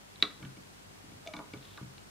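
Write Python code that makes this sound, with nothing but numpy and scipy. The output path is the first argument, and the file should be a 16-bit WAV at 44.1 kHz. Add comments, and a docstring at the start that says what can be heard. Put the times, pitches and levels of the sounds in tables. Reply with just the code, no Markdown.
"""A small room, close to a plastic loom: a metal crochet hook works rubber bands over the pegs.
The hook snaps off a peg once, with two quick echoes, then ticks lightly; hook and peg ring.
A band twangs, then rubs and slips along the hook. Under the fingers the loom's base knocks
and bumps on the table. Faint mains hum and hiss lie underneath."""
import sys
import numpy as np
from scipy import signal
from scipy.fft import rfft, irfft
from scipy.io import wavfile

SR = 44100
rng = np.random.default_rng(int(sys.argv[2]) if len(sys.argv) > 2 else 0)


def generate_wav(signal):
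    """Clip the signal to [-1, 1] and save it as 16-bit WAV at the path in sys.argv[1]."""
    frames = np.transpose(np.atleast_2d(signal))
    scaled = np.clip(frames, -1, 1) * 32767
    pcm = np.round(scaled).astype(np.int16)
    wavfile.write(sys.argv[1], SR, pcm)


N = 92610

# spectra: room air, its side signal, reflections, band rub, crack (frequency [Hz], gain [dB])
AIR_EQ = [(15, -32), (25, -34), (53, -10), (69, -11), (101, 2.5), (122, -12.5), (140, -6), (260, -7.5),
          (399, -12.5), (614, -13.5), (919, -14), (8580, -24), (15500, -34)]
AIR_SIDE_EQ = [(30, -12), (150, 0), (500, 5), (1500, 3.5), (5000, 2.5), (15000, -0.5)]
ROOM_EQ = [(100, -10), (300, -1), (600, 4.5), (1000, 7), (2200, -7.5), (4000, -11), (8000, -4), (15000, -6)]
RUB_EQ = [(2400, -8), (3600, 1.5), (6000, -21)]
CRACK_EQ = [(100, -38), (300, 12), (700, -7.5), (1500, -2), (3000, 3.5), (4800, -2.5), (6500, -9),
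            (9000, -22.5), (13000, -21.5), (15500, -59)]
# mains hum (frequency [Hz], level [dB])
HUM_PARTIALS = [(49.7, -70), (99.4, -67.5), (150, -70.5), (199.5, -68.5), (399, -74)]
# resonances (frequency [Hz], gain [dB], T60 [s])
TABLE_MODES = [(131.5, 3, 0.29), (190, -3, 0.14), (237, -3, 0.083), (288, -1.5, 0.065), (309, -9, 0.032),
               (396.5, -5, 0.064)]
BASE_MODES = [(689, 2, 0.017), (855, 1.5, 0.01), (906, 0, 0.019), (1069, -12, 0.05), (1190, -1, 0.033),
              (1295, -12, 0.02), (1495, 3.5, 0.035), (1647, 2, 0.027)]
PEG_MODES = [(1122, -12.5, 0.028), (1430, -29, 0.036), (1750, -26, 0.025), (2004, -5, 0.025),
             (2276, -1, 0.027), (2520, -8, 0.02), (2740, -7, 0.012), (5740, -5.5, 0.038)]
HOOK_MODES = [(2930, -20, 0.027), (3550, -1.5, 0.017), (3795, 2.5, 0.0077), (3925, 1.5, 0.01),
              (4130, -9.5, 0.0065)]
# loom bumps the table; base rocks (time [s], level [dB], focus [Hz])
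TABLE_BUMPS = [(.2252, -27.5, 377), (.404, -43.5, 234), (.4265, -38, 202), (.454, -39, 149),
               (.571, -43.5, 226), (1.04, -45.5, 250), (1.085, -48.5, 225), (1.12, -44, 234),
               (1.155, -46, 194), (1.34, -39, 280), (1.37, -39.5, 275), (1.393, -37, 340),
               (1.537, -33.5, 334), (1.555, -39.5, 199), (1.652, -55, 252), (1.8135, -36.5, 182),
               (1.862, -41.5, 127)]
BASE_KNOCKS = [(.226, -38, 760), (.429, -45.5, 1250), (.453, -48, 1250), (1.339, -34, 910),
               (1.367, -43, 1080), (1.3905, -32, 856), (1.538, -44.5, 1110), (1.777, -38.5, 1100)]
# band is plucked; band catches and slips (time [s], level [dB])
BAND_TWANGS = [(1.2632, -46.5), (1.2765, -48)]
BAND_SLIPS = [(1.5735, -44.5), (1.6256, -42), (1.6505, -38.5), (1.703, -46), (1.7307, -51)]
# band drags along the hook (time [s], length [s], level [dB])
BAND_RUBS = [(1.579, 0.24, -63.5)]
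# hook clicks, and two quick echoes just after the loud snap
# (time [s], hook [dB], hook focus [Hz], peg [dB], crack [dB], crack focus [Hz])
HOOK_CLICKS = [(.158, -37.5, 3900, -51, -62, 3800), (0.201, -37, 3600, -47, -62, 3000),
               (0.2247, -.5, 3990, -16, -20.5, 2200), (.2515, -25, 3660, -50, -57, 4500),
               (.274, -28, 4200, -55, -51, 4200), (.426, -54, 3200, -44, -49.5, 2200),
               (0.449, -54, 3200, -43, -46.5, 2200), (0.568, -56, 3200, -46, -57, 2400),
               (1.118, -55, 3500, -48, -59, 1800), (1.262, -36.5, 3550, -55, -54, 4000),
               (1.2727, -31.5, 3450, -36.5, -37, 5200), (1.3366, -23, 4360, -31.5, -39, 1700),
               (1.3652, -33, 3500, -40, -45, 5000), (1.3885, -60, 3700, -46, -44.5, 1500),
               (1.535, -46, 3870, -33, -44, 3500), (1.7745, -40, 3900, -54, -46, 1500),
               (1.9793, -41, 3750, -54, -47.5, 2650)]

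HOOK_RISE_S, HOOK_WIDTH_OCT = 0.0013, 0.11


def undb(db):
    """Decibels to gain."""
    return 10 ** (np.asarray(db) / 20)


def unit(x):
    """Scale to unit rms."""
    return x / np.sqrt(np.mean(x ** 2))


def decay(t, t60_s):
    """Exponential fall, 60 dB in t60_s."""
    return np.exp(-np.log(1000) * t / t60_s)


def add(track, start_s, sound):
    """Mix a sound into a track."""
    i = max(int(start_s * SR), 0)
    track[i:i + len(sound)] += sound[:max(len(track) - i, 0)]


def colour(x, points, size=8192):
    """Minimum-phase filter through (frequency [Hz], gain [dB]) points."""
    hz, db = np.array(points, float).T
    log_hz = np.log(np.fft.rfftfreq(size, 1 / SR) + 1)
    log_gain = np.log(undb(np.interp(log_hz, np.log(hz), db)))
    cepstrum = irfft(log_gain)[:size // 2]
    cepstrum[1:] *= 2
    impulse = irfft(np.exp(rfft(cepstrum, size)))
    return signal.fftconvolve(x, impulse)[:len(x)]


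def stereo(mid, side):
    """Mid/side to left/right."""
    return np.array([mid + side, mid - side])


def ring(modes, rise_s, focus_hz, width_oct):
    """Decaying modes of a struck body, weighted towards focus_hz."""
    t = np.arange(SR // 2) / SR
    hz, db, t60_s = np.array(modes, float).T[:, :, None]
    gain = undb(db) * np.exp(-.5 * (np.log2(hz / focus_hz) / width_oct) ** 2)
    partials = gain * np.sin(2 * np.pi * hz * t) * decay(t, t60_s)
    attack = 1 - np.exp(-(t / rise_s) ** 2)
    return partials.sum(0) * attack


def air_and_hum(air_db=-57.5):
    """Steady wide room hiss; mains hum in the middle."""
    t = np.arange(N) / SR
    mid, side = (unit(colour(rng.standard_normal(2 * N), AIR_EQ)[N:]) for _ in range(2))
    hum = sum(undb(db) * np.sqrt(2) * np.sin(2 * np.pi * (hz * t + rng.random()))
              for hz, db in HUM_PARTIALS)
    return undb(air_db) * stereo(mid, colour(side, AIR_SIDE_EQ)) + hum


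def room(dry, gap_s=0.0035, side_db=-7):
    """Dense early reflections off table and walls, then a short tail."""
    early_db, early_t60_s, late_db, late_t60_s = -4.5, 0.1, -7.5, 0.36
    t = np.arange(SR // 2) / SR
    onset = np.clip(t / gap_s - 1, 0, 1)

    def reflections():
        impulse = sum(undb(db) * unit(rng.standard_normal(len(t)) * onset * decay(t, t60_s))
                      for db, t60_s in [(early_db, early_t60_s), (late_db, late_t60_s)])
        return signal.fftconvolve(dry, colour(impulse / np.sqrt(len(t)), ROOM_EQ))[:N]
    return stereo(reflections(), undb(side_db) * reflections())


def knocks(events, modes, rise_s, width_oct):
    """Blows on one body, each favouring its own range of modes."""
    out = np.zeros(N)
    for start_s, db, focus_hz in events:
        add(out, start_s, undb(db) * ring(modes, rise_s, focus_hz, width_oct))
    return out


def band_rubs(grains_per_s=2700):
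    """A band drags along the hook: a soft swell of friction grains."""
    out = np.zeros(N)
    for start_s, length_s, db in BAND_RUBS:
        n = int(length_s * SR)
        grains = rng.standard_normal(N) * (rng.random(N) < grains_per_s / SR)
        swell = np.sin(np.pi * np.arange(n) / n)
        add(out, start_s, undb(db) * unit(colour(grains[:n], RUB_EQ) * swell))
    return out


def band_twangs(rest_hz=614, t60_s=0.11, beat_hz=21, strand_db=-5, octave_db=-11):
    """A plucked band's two strands beat as they fade."""
    sag_ratio, sag_s = 0.048, 0.015
    t = np.arange(SR // 2) / SR
    hz = rest_hz * (1 + sag_ratio * np.exp(-t / sag_s))  # sharp while the swing is wide
    partials = [(hz, 0), (hz + beat_hz, strand_db), (2 * hz, octave_db)]
    tone = sum(undb(db) * np.sin(2 * np.pi * np.cumsum(f) / SR) for f, db in partials)
    out = np.zeros(N)
    for start_s, db in BAND_TWANGS:
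        add(out, start_s, undb(db) * tone * decay(t, t60_s))
    return out


def crack(focus_hz, rise_s=0.0014, boost_db=8, edge_ratio=2.1):
    """Short noise burst, boosted around focus_hz."""
    t = np.arange(SR // 20) / SR
    envelope = t / rise_s * np.exp(1 - t / rise_s)
    burst = colour(rng.standard_normal(len(t)) * envelope, CRACK_EQ)
    return colour(burst, [(focus_hz / edge_ratio, 0), (focus_hz, boost_db), (focus_hz * edge_ratio, 0)])


def band_slips(focus_hz=3650, crack_db=-13.5):
    """A band catches and slips; the hook rings with a small crack."""
    out = np.zeros(N)
    for start_s, db in BAND_SLIPS:
        add(out, start_s, undb(db) * ring(HOOK_MODES, HOOK_RISE_S, focus_hz, HOOK_WIDTH_OCT))
        add(out, start_s, undb(db + crack_db) * crack(focus_hz))
    return out


def hook_clicks(peg_rise_s=0.0016, peg_oct_per_gain=4.6):
    """Clicks and the snap's two echoes: crack, hook ring, peg ring; a louder peg has more modes."""
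    out = np.zeros(N)
    peg_main_hz = max(PEG_MODES, key=lambda mode: mode[1])[0]
    for start_s, hook_db, hook_hz, peg_db, crack_db, crack_hz in HOOK_CLICKS:
        hook = ring(HOOK_MODES, HOOK_RISE_S, hook_hz, HOOK_WIDTH_OCT)
        peg = ring(PEG_MODES, peg_rise_s, peg_main_hz, peg_oct_per_gain * undb(peg_db))
        add(out, start_s, undb(hook_db) * hook + undb(peg_db) * peg)
        add(out, start_s, undb(crack_db) * crack(crack_hz))
    return out


def scene():
    """Hook, bands and loom near the centre, room around; the mix leans slightly left."""
    direct = hook_clicks() + band_slips() + band_twangs() + band_rubs()
    direct += knocks(BASE_KNOCKS, BASE_MODES, rise_s=0.0014, width_oct=0.45)
    direct += knocks(TABLE_BUMPS, TABLE_MODES, rise_s=0.0018, width_oct=0.53)
    balance_db = 0.8
    return (direct + room(direct) + air_and_hum()) * undb([[balance_db / 2], [-balance_db / 2]])


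def record(dry):
    """Steep low-pass on the top treble."""
    cutoff_hz = 15600
    return signal.sosfilt(signal.ellip(10, .2, 70, cutoff_hz, fs=SR, output="sos"), dry)


dry = scene()
out = record(dry)
generate_wav(out)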